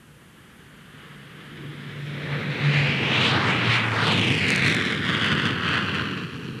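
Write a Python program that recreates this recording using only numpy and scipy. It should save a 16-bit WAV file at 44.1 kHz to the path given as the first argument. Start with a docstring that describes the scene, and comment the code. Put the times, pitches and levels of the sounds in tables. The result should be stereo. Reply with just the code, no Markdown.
"""Afterburner take-off and close pass

A jet fighter takes off in afterburner, passes close by and climbs away. Filtered noise and random shocks
form the roar: thin ahead, full and crackling to the side and behind, hollow straight astern; it surges in
uneven air. The exhaust rumbles as low noise, an unsteady sine burner tone drops in pitch, mid-band noise
swells briefly and single shocks crack. Two spaced pickups, summed, comb the rumble, roar and cracks.
Steady low ambient rumble with faint hiss lies beneath; the recorder puts treble left, bass right."""
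import sys
import numpy as np
from scipy import signal
from scipy.fft import rfft, irfft
from scipy.io import wavfile
from scipy.ndimage import map_coordinates

SR = 44100
rng = np.random.default_rng(int(sys.argv[2]) if len(sys.argv) > 2 else 0)


def persist_wave(psi):
    """Save psi, clipped to +-1, as 16-bit WAV."""
    counts = np.round(np.clip(psi, -1, 1) * 32767).astype(np.int16)
    wavfile.write(sys.argv[1], SR, np.atleast_2d(counts).T)


N = 291060
TIME_S = np.arange(N) / SR

# Rumble source spectrum: f/Hz, relative level/dB
RUMBLE_SPECTRUM = [(25, -39), (45, -27), (65, -25), (90, -1.5), (130, 3.5), (190, 3), (300, -2.5),
                   (480, -5), (590, -22.5), (900, -18.5), (2000, -65)]
# Rumble swells and lulls: t/s, length/s, level/dB
RUMBLE_SWELLS = [(1.65, .22, 1.5), (2.3, 0.61, -1), (3.82, 0.35, -7.5), (4.31, 0.081, 2.5),
                 (4.7, 0.038, 2.5), (4.95, .15, -1.5), (5.46, 0.047, 2.5), (5.61, 0.059, -3.5),
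                 (6.3, 0.07, -4)]
# Roar source spectrum: f/Hz, relative level/dB
ROAR_SPECTRUM = [(200, -21), (480, -3.5), (640, -4), (850, -2.5), (1150, 0.5), (1550, 2), (2300, 2.5),
                 (3000, -0.24), (4000, -7.5), (5000, -16), (6500, -22), (9500, -28.5), (11200, -37.5),
                 (13500, -48)]
# Roar surges and lulls: t/s, length/s, level/dB, brightness/dB
ROAR_SURGES = [(1.1, 0.42, 2, -1.2), (2.05, 0.1, -1.5, 3.5), (2.33, 0.062, 2.5, -3), (2.65, 0.045, 3, 0.5),
               (2.77, 0.17, 5.5, 2), (3.16, 0.13, 3.5, -0.5), (3.28, 0.13, 5.5, 3.5),
               (3.375, 0.13, 0, -3.5), (3.65, 0.13, -3, 0), (3.755, 0.063, 2, 2.5), (3.9, 0.18, -5, -2.5),
               (4.01, 0.069, 1, -1.5), (4.11, 0.08, 2.5, -1), (4.22, .1, -1, 0.5), (4.35, 0.14, -3, 2.5),
               (4.51, 0.09, 2, 2.5), (4.69, 0.084, 4, 2.5), (4.99, 0.083, -4, 0.5), (5.26, 0.13, 2.5, 1),
               (5.46, 0.086, 4.5, 2.5), (5.57, 0.18, -3, -1), (5.73, 0.15, 4.5, 0), (5.97, 0.14, 2.5, 0)]
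# Burner tone mean pitch: t/s, f/Hz
TONE_PITCH = [(0, 146.3), (2.75, 144.4), (3.0, 139.5), (3.3, 130.9), (3.7, 118.5), (4.1, 107.3),
              (4.45, 100), (5, 93)]
# Burner tone swells and fades: t/s, length/s, level/dB
TONE_SWELLS = [(.55, 0.51, -5), (1.22, .12, 5), (1.42, 0.12, -11), (1.68, 0.11, 6.5), (2.05, 0.046, 5),
               (2.18, .1, 3.5), (2.27, .03, -12), (2.34, 0.073, 8), (2.42, 0.048, -18), (2.5, 0.07, 6.5),
               (2.58, .05, -12), (2.67, .09, 14.5), (2.81, 0.15, 12.5), (3.11, 0.12, -10), (3.42, 0.1, -11),
               (3.7, 0.044, 4.5), (3.93, 0.062, 4), (4.17, 0.13, 4.5)]
# Brief swells of mid-band noise in the roar: t/s, length/s, centre f/Hz, level into recorder/dB
BAND_SWELLS = [(1.65, .25, 298, -44.5), (2.353, 0.42, 484, -41), (2.8, .3, 480, -39),
               (3.38, 0.13, 1420, -28.5), (4.005, .13, 1520, -27.5)]
# Strongest shocks: t/s, front pulse level/dB, body pulse level/dB
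CRACK_PULSES = [(4.122, -13, -6), (4.1274, -18, -5), (4.133, -14, -1), (4.5047, 3, -13),
                (4.5616, -2.5, -10), (4.6791, -10, -5), (4.6999, -7, -2), (4.7288, -14, -4),
                (4.7482, -3, -3), (4.8514, -19, -14), (5.2479, -21, 1), (5.263, -14, -5), (5.3251, -24, -1),
                (5.3547, -20, -2), (5.4608, -23, -2), (5.689, -16, 2), (5.7403, -19, -1), (5.9478, -18, -7)]
# Crack front filter: f/Hz, gain/dB
CRACK_FRONT_FILTER = [(300, -21), (1200, 4), (2600, -6), (5000, 1), (8000, -1.5), (11000, -9), (14000, -27)]
# Crack body filter: f/Hz, gain/dB
CRACK_BODY_FILTER = [(40, -14), (120, 10), (400, 8), (700, -3), (1500, 3), (3000, 1), (5000, -14),
                     (12000, -44)]
# Steady background spectrum: f/Hz, relative level/dB
BACKGROUND_SPECTRUM = [(30, 4), (60, 22.5), (150, 7), (500, 4.5), (2000, 1.5), (5000, -6.5), (10000, -2.5),
                       (13500, -7.5)]

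# Pass: time heard abeam; speed, acceleration and distance there
ABEAM_S, SPEED_M_S, ACCEL_M_S2, DISTANCE_M = 3.922, 91.4, 3.9, 100.5
SOUND_M_S = 343
# Pickups: spacing, skew to runway; share of the weaker one coming and going, angle of the change
SPACING_M, SKEW_DEG, SHARE_COMING, SHARE_GOING, SHARE_DEG = 0.2466, 11.4, 0.34, 0.61, 64
# Angles from the nose: start of aft lobe, start of quiet cone round the jet axis, cone edge width
AFT_DEG, CONE_DEG, CONE_EDGE_DEG = 135.4, 151.54, 1.7
# Shocks re smooth turbulence, ahead and behind; angle where they take over
CRACKLE_AHEAD_DB, CRACKLE_BEHIND_DB, CRACKLE_DEG = -9.5, 1.5, 92
TONE_LOST_DEG = 103
# Background rms ahead of the crossover; crossover; top cut
BACKGROUND_DB, CROSSOVER_HZ, TOP_HZ = -57, 673, 13600


def undb(db):
    """Decibels to gain."""
    return 10 ** (np.asarray(db) / 20)


def unit(x):
    """Scale to rms 1."""
    return x / np.sqrt(np.mean(x ** 2))


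def step(x, width):
    """Smooth step from 0 to 1 as x passes zero."""
    return .5 + .5 * np.tanh(x / width)


def curve(table, axis=1):
    """One table column, joined by straight lines in time."""
    rows = np.array(table, float)
    return np.interp(TIME_S, rows[:, 0], rows[:, axis])


def swells(table, axis):
    """Sum of bell-shaped swells, each as wide at half height as its length."""
    return sum(row[axis] * .5 ** ((2 * (TIME_S - row[0]) / row[1]) ** 2) for row in table)


def walk(rate_hz):
    """Smooth random wandering of rms 1."""
    hz = np.arange(N // 2 + 1) * SR / N
    return unit(irfft(rfft(rng.standard_normal(N)) / (1 + (hz / rate_hz) ** 2), N))


def colour(x, spectrum, size=4096):
    """Causal minimum-phase filter through (Hz, dB) points; shocks keep their sharp fronts."""
    hz, db = np.transpose(spectrum)
    grid_hz = np.maximum(np.arange(size // 2 + 1) * SR / size, 1)
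    gain = undb(np.interp(np.log(grid_hz), np.log(hz), db))
    # Fold the cepstrum onto positive time
    cepstrum = irfft(np.log(gain))
    cepstrum[1:size // 2] *= 2
    cepstrum[size // 2 + 1:] = 0
    impulse_response = irfft(np.exp(rfft(cepstrum)))
    return signal.fftconvolve(x, impulse_response)[:N]


def band(x, low_hz, high_hz):
    """Zero-phase band; neighbouring bands add up to the whole."""
    hz = np.arange(N // 2 + 1) * SR / N

    def below(edge_hz):
        return 1 / (1 + (hz / edge_hz) ** 8)

    return irfft(rfft(x) * (below(high_hz) - below(low_hz)), N)


def flight():
    """Distance/m, angle from the nose/deg and Doppler factor of the sound arriving at each moment."""
    sent_s = np.linspace(-7, 4, 3000)  # 0 = abeam
    along_m = SPEED_M_S * sent_s + ACCEL_M_S2 * sent_s ** 2 / 2
    metres = np.hypot(along_m, DISTANCE_M)
    heard_s = ABEAM_S + sent_s + (metres - DISTANCE_M) / SOUND_M_S
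    angle_deg = np.degrees(np.arctan2(DISTANCE_M, -along_m))
    doppler = np.gradient(sent_s, heard_s)
    return [np.interp(TIME_S, heard_s, v) for v in (metres, angle_deg, doppler)]


def beam(side_db, ahead_db, opens_deg, edge_deg, aft_db=0, cone_db=0, loss_db_per_m=0):
    """Source gain: weak ahead, aft lobe, cone astern; spreading and air loss re abeam distance."""
    metres, angle_deg, _ = flight()
    db = side_db + ahead_db * step(opens_deg - angle_deg, edge_deg)
    db = db + aft_db * step(angle_deg - AFT_DEG, 4.8)
    db = db + cone_db * step(angle_deg - CONE_DEG, CONE_EDGE_DEG)
    return undb(db - loss_db_per_m * (metres - DISTANCE_M)) * DISTANCE_M / metres


def pickups(x, strength):
    """Sum of two spaced pickups: the lag passes zero near abeam and wavers with the air, sweeping a comb."""
    _, angle_deg, _ = flight()
    facing = np.cos(np.radians(angle_deg + SKEW_DEG))
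    lag_samples = SR * SPACING_M / SOUND_M_S * facing * (1 + .015 * walk(8))
    share = SHARE_GOING + (SHARE_COMING - SHARE_GOING) * step(SHARE_DEG - angle_deg, 28)
    return x + strength * share * map_coordinates(x, [np.arange(N) - lag_samples], order=3)


def hail(shocks_per_s=600, spread_db=4.5):
    """One-sided shocks of uneven size, arriving at random."""
    arrivals = rng.random(N) < shocks_per_s / SR
    return arrivals * undb(spread_db * np.minimum(rng.standard_normal(N), 2))


def roughen(turbulence, shocks, shock_db):
    """Blend of smooth turbulence and shocks, the shocks gaining weight behind the jet."""
    _, angle_deg, _ = flight()
    behind = step(angle_deg - CRACKLE_DEG, 17)
    share = undb(shock_db + CRACKLE_AHEAD_DB + (CRACKLE_BEHIND_DB - CRACKLE_AHEAD_DB) * behind)
    return (unit(turbulence) + share * unit(shocks)) / np.hypot(1, share)


def rumble(shocks, doppler_share=.18, deep_hz=175):
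    """Large eddies far down the plume, pitch lowered a little by the pass, with thudding shocks."""
    _, _, doppler = flight()
    eddies = colour(rng.standard_normal(N), RUMBLE_SPECTRUM)
    read_at = np.cumsum(doppler ** doppler_share)
    eddies = map_coordinates(eddies, [read_at], order=3, mode="mirror")
    eddies = roughen(eddies, colour(shocks, RUMBLE_SPECTRUM), shock_db=-2.5)
    eddies = unit(pickups(eddies, strength=0.88))
    deep = band(eddies, 20, deep_hz)
    # The deep part loses most astern
    deep_gain = beam(side_db=-25, ahead_db=-14, opens_deg=24, edge_deg=5.8, aft_db=1.5, cone_db=-6)
    upper_gain = beam(side_db=-26.0, ahead_db=-14, opens_deg=25.7, edge_deg=7.7,
                      aft_db=3.0, cone_db=-3.5)
    plume = deep * deep_gain + (eddies - deep) * upper_gain
    return plume * undb(swells(RUMBLE_SWELLS, axis=2))


def roar(shocks, steepening=1.5, flutter_db=0.7, split_hz=1800, front_hz=4800, tear_hz=8000):
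    """Fine turbulence and a hail of one-sided shocks; stronger shocks have steeper, brighter fronts."""
    turbulence = rng.standard_normal(N)
    surge = undb(swells(ROAR_SURGES, axis=2) + flutter_db * walk(12.4))
    bright = undb(swells(ROAR_SURGES, axis=3))

    def radiate(low_hz, high_hz, shock_db, power, strength):
        """Turbulence plus shocks in one band, through both pickups."""
        pressure = roughen(turbulence, shocks ** power, shock_db)
        return pickups(unit(band(colour(pressure, ROAR_SPECTRUM), low_hz, high_hz)), strength)

    mixing = radiate(220, split_hz, shock_db=-4.0, power=0.69, strength=0.85)
    mixing = mixing * beam(side_db=-29.5, ahead_db=-8.5, opens_deg=29.6, edge_deg=4.2,
                           aft_db=4.5, cone_db=-13.5, loss_db_per_m=0.0345)
    shock_noise = radiate(split_hz, front_hz, shock_db=1.0, power=0.55, strength=0.9)
    shock_noise = shock_noise * beam(side_db=-25.5, ahead_db=-8.0, opens_deg=29.6, edge_deg=7.8,
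                                     aft_db=3.0, cone_db=-10.5, loss_db_per_m=0.0544)
    fronts = radiate(front_hz, tear_hz, shock_db=0.0, power=steepening, strength=0.32)
    fronts = fronts * beam(side_db=-46, ahead_db=-7, opens_deg=40, edge_deg=36,
                           aft_db=2.5, cone_db=-1.5, loss_db_per_m=0.08)
    tearing = radiate(tear_hz, TOP_HZ, shock_db=3.0, power=steepening, strength=0.13)
    tearing = tearing * beam(side_db=-51.5, ahead_db=-11.5, opens_deg=77, edge_deg=17,
                             aft_db=-1.5, cone_db=-21, loss_db_per_m=0.08)
    return surge * (mixing / bright + shock_noise + (fronts + tearing) * bright)


def burner_tone():
    """Afterburner low resonance: unsteady sine, lowered by the pass, lost in the rumble behind the jet."""
    _, angle_deg, _ = flight()
    pitch_hz = curve(TONE_PITCH) * (1 + .004 * walk(20))
    tone = unit(np.sin(2 * np.pi * np.cumsum(pitch_hz) / SR) * undb(walk(29)))
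    gain = beam(side_db=-29.5, ahead_db=-15.0, opens_deg=23.2, edge_deg=3.6)
    gain = gain * step(TONE_LOST_DEG - angle_deg, 15)
    return tone * gain * undb(swells(TONE_SWELLS, axis=2))


def band_swells(width=.2):
    """Brief swells of mid-band noise in the roar."""
    air = rng.standard_normal(N)
    total = np.zeros(N)
    for at_s, length_s, hz, db in BAND_SWELLS:
        noise = unit(band(air, hz / (1 + width), hz * (1 + width)))
        total += noise * undb(db) * swells([(at_s, length_s, 1)], axis=2)
    return total


def cracks():
    """Single shocks that stand out of the crackle: a sharp front on a thudding body."""
    times_s, *db = np.transpose(CRACK_PULSES)
    pulses = np.zeros((2, N))
    pulses[:, (times_s * SR).astype(int)] = undb(db)
    front = colour(pulses[0], CRACK_FRONT_FILTER)
    body = colour(pulses[1], CRACK_BODY_FILTER)
    return pickups(front + body, strength=0.4)


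def scene():
    """The whole jet, the same in both channels; rumble and roar share their shocks."""
    shocks = hail()
    jet = rumble(shocks) + roar(shocks) + burner_tone() + band_swells() + cracks()
    return np.array([jet, jet])


def record(dry):
    """Add steady background; first-order split, treble left, inverted bass right; round peaks; cut the top."""
    background = undb(BACKGROUND_DB) * unit(colour(rng.standard_normal(N), BACKGROUND_SPECTRUM))
    sound = dry + background
    bass = signal.sosfilt(signal.butter(1, CROSSOVER_HZ, fs=SR, output="sos"), sound)
    split = 2 * np.array([sound[0] - bass[0], -bass[1]])
    rounded = split / (1 + (split / .8) ** 6) ** (1 / 6)  # limit 0.8
    return signal.sosfilt(signal.ellip(10, .2, 70, TOP_HZ, fs=SR, output="sos"), rounded)


dry = scene()
out = record(dry)
persist_wave(out)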